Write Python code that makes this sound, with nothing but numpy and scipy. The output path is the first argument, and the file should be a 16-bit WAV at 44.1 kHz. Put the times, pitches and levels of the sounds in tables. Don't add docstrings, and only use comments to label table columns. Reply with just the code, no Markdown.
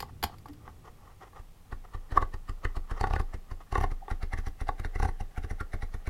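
import sys
import numpy as np
from scipy import signal
from scipy.fft import rfft, irfft, next_fast_len
from scipy.io import wavfile
from scipy.ndimage import uniform_filter1d, map_coordinates

SR = 44100
rng = np.random.default_rng(int(sys.argv[2]) if len(sys.argv) > 2 else 0)


def bounce(signal):
    frames = np.transpose(np.atleast_2d(signal))
    limited = np.clip(frames, -1, 1)
    pcm = np.round(limited * 32767).astype(np.int16)
    wavfile.write(sys.argv[1], SR, pcm)


N = 268779
AGE = np.arange(SR // 2) / SR

# start_s, force_db
TOOTH_SLIPS = [(1.398, -41), (1.728, -34.5), (1.949, -33), (2.124, -29.5), (2.177, -28), (2.225, -28),
               (2.343, -34), (2.496, -31), (2.652, -27.5), (2.77, -29.5), (2.916, -28.5), (3.012, -26),
               (3.041, -29), (3.072, -30), (3.109, -29), (3.137, -26), (3.163, -28), (3.201, -27),
               (3.345, -33), (3.518, -34), (3.727, -29.5), (3.756, -32), (3.782, -25.5), (3.811, -27.5),
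               (3.841, -27.5), (3.919, -35), (4.116, -28), (4.233, -30.5), (4.337, -30), (4.388, -31),
               (4.472, -31), (4.616, -30), (4.69, -33.5), (4.8, -32.5), (4.853, -29.5), (4.959, -31),
               (5.001, -29.5), (5.03, -25.5), (5.054, -26.5), (5.09, -31.5), (5.21, -33), (5.38, -30.5),
               (5.445, -32), (5.513, -31.5), (5.61, -31), (5.741, -30.5), (5.831, -32), (5.946, -34),
               (6.077, -28)]
# start_s, level_db, pitch_hz
EDGE_CATCHES = [(1.726, -41.5, 1210), (2.1752, -23.5, 1120), (2.225, -31, 1130), (2.6515, -32.5, 1440),
                (3.0405, -23, 1060), (3.1625, -33, 1220), (3.7555, -23, 980), (3.8405, -26.5, 955),
                (4.336, -37.5, 1750), (4.6905, -26, 1040), (5.0303, -32.5, 1010), (5.6103, -39.5, 1300)]


def ruler():
    # start_s, level_db, pitch_hz
    taps = [(0.005, -43.5, 1140), (0.029, -36, 890), (0.229, -33.5, 1010), (0.24, -28.5, 834),
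            (0.297, -47.5, 870), (0.458, -44, 1030), (0.679, -44, 1030), (1.332, -55, 1140),
            (4.082, -38.5, 1010)]
    out = np.zeros(N)
    for (s, force_db), speed in zip(TOOTH_SLIPS, wheel_speed()):
        blow = knock(pitch_hz=between(1220, 936, speed), octaves=0.48,
                     spill=between(0.32, 0.12, speed), attack_s=between(0.0016, 0.000205, speed))
        add(out, s - .001, amp(force_db + between(-17, -4.5, speed)) * blow)
    for s, db, pitch_hz in EDGE_CATCHES:
        add(out, s - .001, amp(db) * knock(pitch_hz, octaves=0.44, spill=0.11, attack_s=0.00098))
    for s, db, pitch_hz in taps:
        add(out, s - .0005, amp(db) * knock(pitch_hz, octaves=0.46, spill=0.16, attack_s=0.00014))
    return out


def knock(pitch_hz, octaves, spill, attack_s, rattle_db=0.5):
    # freq_hz, level_db, t60_s
    modes = [(281.4, -11.5, 0.1), (390.4, -1, 0.045), (504, -6, 0.047), (729, -2.5, 0.022),
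             (817, -0.5, 0.019), (1045, -17.5, 0.01), (1099, -4, 0.023), (1140, -6, 0.029),
             (1474, -13, 0.038), (1520, -3, 0.0069), (1790, -4.5, 0.024), (2030, -8.5, 0.03),
             (2685, -22.5, 0.042), (3650, -16.5, 0.022), (4550, -48, 0.017)]
    hz = np.transpose(modes)[0]
    weight = spill + np.exp(-(np.log2(hz / pitch_hz) / octaves) ** 2)
    signs = (-1) ** np.arange(len(hz))
    body = (weight * signs) @ ring(modes, scatter_db=2.5, detune=0.022)
    jitter = unit(uniform_filter1d(rng.standard_normal(len(AGE)), size=96))
    chatter = uniform_filter1d(amp(rattle_db * jitter), size=24)
    onset = 1 - np.exp(-AGE / attack_s)
    return burst(body * chatter * onset, length_s=0.01)


def wheel_speed(spurt_gap_s=0.041, softness_s=0.0089):
    gaps = np.diff(np.transpose(TOOTH_SLIPS)[0], prepend=-np.inf, append=np.inf)
    nearest = np.minimum(gaps[:-1], gaps[1:])
    return .5 + .5 * np.tanh((spurt_gap_s - nearest) / softness_s)


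def desk(rebound_s=0.01106, rebound_db=-24):
    # freq_hz, level_db, t60_s
    modes = [(25.45, -26.5, 0.43), (43.9, -28.5, 0.14), (77.4, -26.5, 0.13), (104, -72, 0.0684),
             (216, -28.5, 0.084), (293.5, -27, 0.095), (392, -25.5, 0.11), (472, -26, 0.13)]
    # start_s, level_db
    landings = [(0.031, -51), (0.24, -35), (0.678, -49)]
    contacts_s = np.linspace(0.0017, 0.0013, len(TOOTH_SLIPS))
    out = np.zeros(N)
    for (s, db), contact_s in zip(TOOTH_SLIPS, contacts_s):
        thump = pushed(ring(modes, scatter_db=1.0, detune=0.041).sum(0), contact_s)
        add(out, s - .001, amp(db) * burst(thump, length_s=0.058))
        rebound = pushed(ring(modes, scatter_db=7.5, detune=0.064)[4:].sum(0), contact_s=0.00054)
        add(out, s + rebound_s, amp(db + rebound_db) * burst(rebound, length_s=0.012))
    for s, db in landings:
        thump = pushed(ring(modes, scatter_db=7.0, detune=0.019)[2:].sum(0), contact_s=0.0019)
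        add(out, s, amp(db) * burst(thump, length_s=0.022))
    return out


def friction(scrape_db=-9.5, hiss_db=-21.5):
    # freq_hz, density_db
    scrape_early = [(200, -1.5), (400, -7), (600, -4.5), (790, -2.5), (960, -1.5), (1190, 4), (1600, -13),
                    (1830, -0.5), (2050, -12.5), (2450, -20.5), (4000, -21.5), (7000, -46), (16000, -47)]
    scrape_late = [(200, -44), (400, -8), (600, -5.5), (790, 11), (980, -11), (1130, -9), (1430, 1.5),
                   (1750, -3), (2070, 3), (2600, -22), (4000, -15), (7000, -30), (16000, -52)]
    hiss_early = [(1500, -27), (2600, 11), (3100, 8.5), (3500, -11), (4400, 7.5), (5600, 0.5), (6600, -1),
                  (8500, -2), (10300, -4), (11500, -11), (13000, -8), (16000, -34)]
    hiss_late = [(1500, -52), (2800, 8.5), (3300, -21.5), (4400, -8.5), (5100, -7), (5700, 4), (6600, -8),
                 (8800, -8), (10400, -1), (11500, -14), (13000, -14), (16000, -20)]
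    slip_s, force_db = np.transpose(TOOTH_SLIPS)
    catch_s, catch_db, _ = np.transpose(EDGE_CATCHES)
    speed = wheel_speed()
    rise_s = between(0.062, 0.051, speed)
    easing_db = -2.5 * speed
    graze = swells(catch_s, catch_db, rises_s=0.058, fall_s=.025, lead_s=.001)
    scrape_level = swells(slip_s, force_db + scrape_db + easing_db, rise_s, fall_s=0.072, lead_s=0.0036)
    hiss_level = swells(slip_s, force_db + hiss_db, rise_s, fall_s=0.036, lead_s=0.0003)
    scrape = patchy(sliding(scrape_early, scrape_late, grain_db=3.5), depth_db=3.5)
    hiss = patchy(sliding(hiss_early, hiss_late, grain_db=5.0), depth_db=3.5)
    return np.hypot(scrape_level, amp(-8) * graze) * scrape + np.hypot(hiss_level, amp(-29) * graze) * hiss


def swells(times_s, levels_db, rises_s, fall_s, lead_s):
    t, power = np.arange(N) / SR, np.zeros(N)
    for s, db, rise_s in np.broadcast(times_s, levels_db, rises_s):
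        near = slice(max(0, int(s * SR) - SR // 8), int(s * SR) + SR // 8)
        past_peak = t[near] - s + lead_s
        power[near] += amp(db - 60 * np.maximum(-past_peak / rise_s, past_peak / fall_s)) ** 2
    return np.sqrt(power)


def sliding(early, late, grain_db, midway_s=3.72, spread_s=0.47):
    travel = .5 + .5 * np.tanh((np.arange(N) / SR - midway_s) / spread_s)
    return np.sqrt(1 - travel) * noise(early, grain_db) + np.sqrt(travel) * noise(late, grain_db)


def patchy(x, depth_db):
    spectra = signal.stft(x, nperseg=512)[2]
    patches = uniform_filter1d(rng.standard_normal(spectra.shape), size=3, axis=0)
    patches = unit(uniform_filter1d(patches, size=12, axis=1))
    return unit(signal.istft(spectra * amp(depth_db * patches), nperseg=512)[1][:len(x)])


def rubbing(drag_db=-34.5, resting_db=-72):
    # centre_s, level_db, half_width_s
    rubs = [(0.094, -54, 0.014), (0.333, -50, 0.017), (0.49, -51.5, 0.018), (0.676, -55, 0.056),
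            (0.867, -51, 0.026), (1.072, -57.5, 0.075), (1.232, -48.5, 0.021), (1.274, -51, 0.012),
            (1.367, -51, 0.017), (1.846, -53.5, 0.012), (2.16, -46, 0.027), (2.992, -50, 0.067),
            (3.615, -50, 0.0097)]
    # freq_hz, density_db
    rub_early = [(200, -21.5), (450, 0), (620, -8.5), (790, 4.5), (950, -4), (1160, 3.5), (1420, -6),
                 (1640, -16), (1900, -5.5), (2350, -22.5), (3100, -17.5), (4300, -32), (5500, -23),
                 (16000, -53)]
    rub_late = [(200, -20), (450, 1.5), (620, -8), (790, 7.5), (950, -9.5), (1160, 2.5), (1420, -7.5),
                (1640, -3.5), (1900, -2), (2350, -20.5), (3100, -13), (4300, -27), (5500, -21.5),
                (16000, -67)]
    turning = np.max([amp(db + drag_db) * bump(s, half_width_s=.14) for s, db in TOOTH_SLIPS], axis=0)
    strokes = sum(amp(db) * bump(s, half_width_s) for s, db, half_width_s in rubs)
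    level = np.sqrt(amp(resting_db) ** 2 + turning ** 2 + strokes ** 2)
    rub = sliding(rub_early, rub_late, grain_db=2)
    flutter = unit(amp(2.8 * wobble(rate_hz=90)))
    return level * rub * flutter


def squeaks(waver=0.047):
    # centre_s, level_db, pitch_hz, half_width_s
    stick_slips = [(0.508, -44, 290, 0.018), (2.171, -33, 1150, 0.0039), (2.177, -12, 1160, 0.003),
                   (4.03, -44.5, 797, 0.0091), (4.959, -41, 2017, 0.0064), (5.608, -37.5, 1400, 0.0088)]
    out = np.zeros(N)
    t = AGE[:SR // 5] - .1
    for s, db, hz, half_width_s in stick_slips:
        drift = unit(uniform_filter1d(rng.standard_normal(len(t)), size=200))
        cycles = np.cumsum(hz * (1 + waver * drift)) / SR
        tone = np.sqrt(2) * np.sin(2 * np.pi * (cycles - cycles[len(t) // 2]))
        add(out, s + t[0], amp(db) * np.exp(-(t / half_width_s) ** 2) * tone)
    return out


def tip(snap_db=1, metal_db=-6):
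    # start_s, level_db
    clicks = [(0.0034, -36), (0.0248, -45.5), (0.228, -33), (0.2373, -28.5), (0.238, -37.5), (0.384, -57),
              (0.46, -59), (0.485, -56.5), (0.533, -59.5), (3.213, -55), (3.823, -53.5), (4.401, -60),
              (4.482, -54)]
    # freq_hz, level_db, t60_s
    modes = [(1920, -2, 0.013), (2700, -20, .012), (3060, 1, .015), (3650, -4, .014), (4500, -3, 0.017),
             (4750, 17, .018), (4780, -5, .014), (7050, 7, 0.066), (10200, -8, .015), (11900, -18, 0.023),
             (12000, -16, .022), (13400, -3, 0.031), (13700, 7, 0.024), (15300, -16, 0.017)]
    # freq_hz, density_db
    snap_colour = [(400, -26), (900, 4.5), (1900, 5), (2500, -2.5), (3300, 4), (3900, -5), (4400, 3),
                   (5100, 2), (6200, -12), (9000, -10), (11500, -6.5), (12700, 2), (14000, -19),
                   (16000, -11)]
    out, grit = np.zeros(N), noise(snap_colour)
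    decay = amp(-60 * AGE / 0.029) + amp(-11 - 60 * AGE / 0.04)
    for s, db in clicks:
        snap = np.roll(grit, -round(s * SR))[:len(AGE)] * decay
        metal = ring(modes, scatter_db=5, detune=0.00091).sum(0)
        add(out, s, amp(db + snap_db) * burst(snap, length_s=0.0042))
        add(out, s, amp(db + metal_db) * burst(metal, length_s=0.0022))
    return out


def room(x, wet_db, delay_s):
    # freq_hz, t60_s
    decay_times = [(100, 0.59), (1000, 0.15), (4000, 0.21), (14000, 0.1)]
    out, block = np.zeros(N), SR // 4
    for start in range(0, N, block):
        hz, t, spectra = signal.stft(rng.standard_normal(SR // 3), SR, nperseg=256)
        decay = amp(-60 * t / along(decay_times, hz)[:, None])
        tail = signal.istft(spectra * decay, SR, nperseg=256)[1]
        answer = signal.fftconvolve(x[start:start + block], tail / np.linalg.norm(tail))
        add(out, start / SR + delay_s, answer)
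    return amp(wet_db) * out


def room_tone():
    # freq_hz, density_db
    drone = [(25, -15), (50, -3), (75, 1), (110, -1.5), (160, -7), (200, -12.5), (280, -15.5), (450, -23.5),
             (1500, -54)]
    rumble = [(15, 10), (26, 7), (48, 5), (70, -2.5), (100, 0.5), (125, -14), (150, -4.5), (200, -12),
              (260, -16), (500, -22.5), (1500, -46)]
    air = [(30, 4), (250, 3.5), (600, 3.5), (1500, -4), (2500, -4.5), (5000, -9), (14000, -11.5),
           (16000, -14.5)]
    fade = bump(0, half_width_s=1)
    return amp(-50) * fade * noise(drone) + amp(-51.5) * noise(rumble) + amp(-65.5) * noise(air)


def ring(modes, scatter_db, detune):
    hz, db, t60 = np.transpose(modes)[:, :, None]
    strength, shift = rng.standard_normal((2, len(modes), 1))
    envelope = amp(db + scatter_db * strength - 60 * AGE / t60)
    return envelope * np.cos(2 * np.pi * hz * (1 + detune * shift) * AGE)


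def pushed(x, contact_s):
    progress = AGE[:SR // 40] / contact_s
    force = progress * np.exp(-progress)
    return signal.fftconvolve(x, force / force.sum())[:len(x)]


def noise(spectrum, grain_db=0):
    grains = rng.standard_normal(N) * amp(grain_db * wobble(rate_hz=900))
    return unit(filtered(grains, lambda hz: amp(along(spectrum, hz))))


def wobble(rate_hz):
    knots = rng.standard_normal(int(N * rate_hz / SR) + 4)
    return map_coordinates(knots, [np.arange(N) * rate_hz / SR])


def bump(centre_s, half_width_s):
    return np.exp(-((np.arange(N) / SR - centre_s) / half_width_s) ** 2)


def filtered(x, response):
    size = next_fast_len(len(x) + 8192)
    return irfft(rfft(x, size) * response(np.fft.rfftfreq(size, 1 / SR)), size)[:len(x)]


def along(points, hz):
    freqs, values = np.transpose(points)
    return np.interp(np.log(hz + 1), np.log(freqs + 1), values)


def between(slow, fast, speed):
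    return slow + speed * (fast - slow)


def amp(db):
    return 10 ** (np.asarray(db) / 20)


def unit(x):
    return x / np.sqrt(np.mean(x ** 2) + 1e-20)


def burst(x, length_s):
    return x * np.sqrt(length_s * SR / np.sum(x ** 2))


def add(track, start_s, sound):
    start = max(0, round(start_s * SR))
    part = track[start:start + len(sound)]
    part += sound[:len(part)]


def scene():
    tool = ruler() + friction() + rubbing() + squeaks() + tip()
    return (tool + room(tool, wet_db=-14.0, delay_s=0.0046) + desk() + room_tone())[None]


def record(dry, low_hz=8, top_hz=15850):
    return filtered(dry[0], lambda hz: (hz < top_hz) * hz ** 2 / (hz ** 2 + low_hz ** 2))[None]


dry = scene()
out = record(dry)
bounce(out)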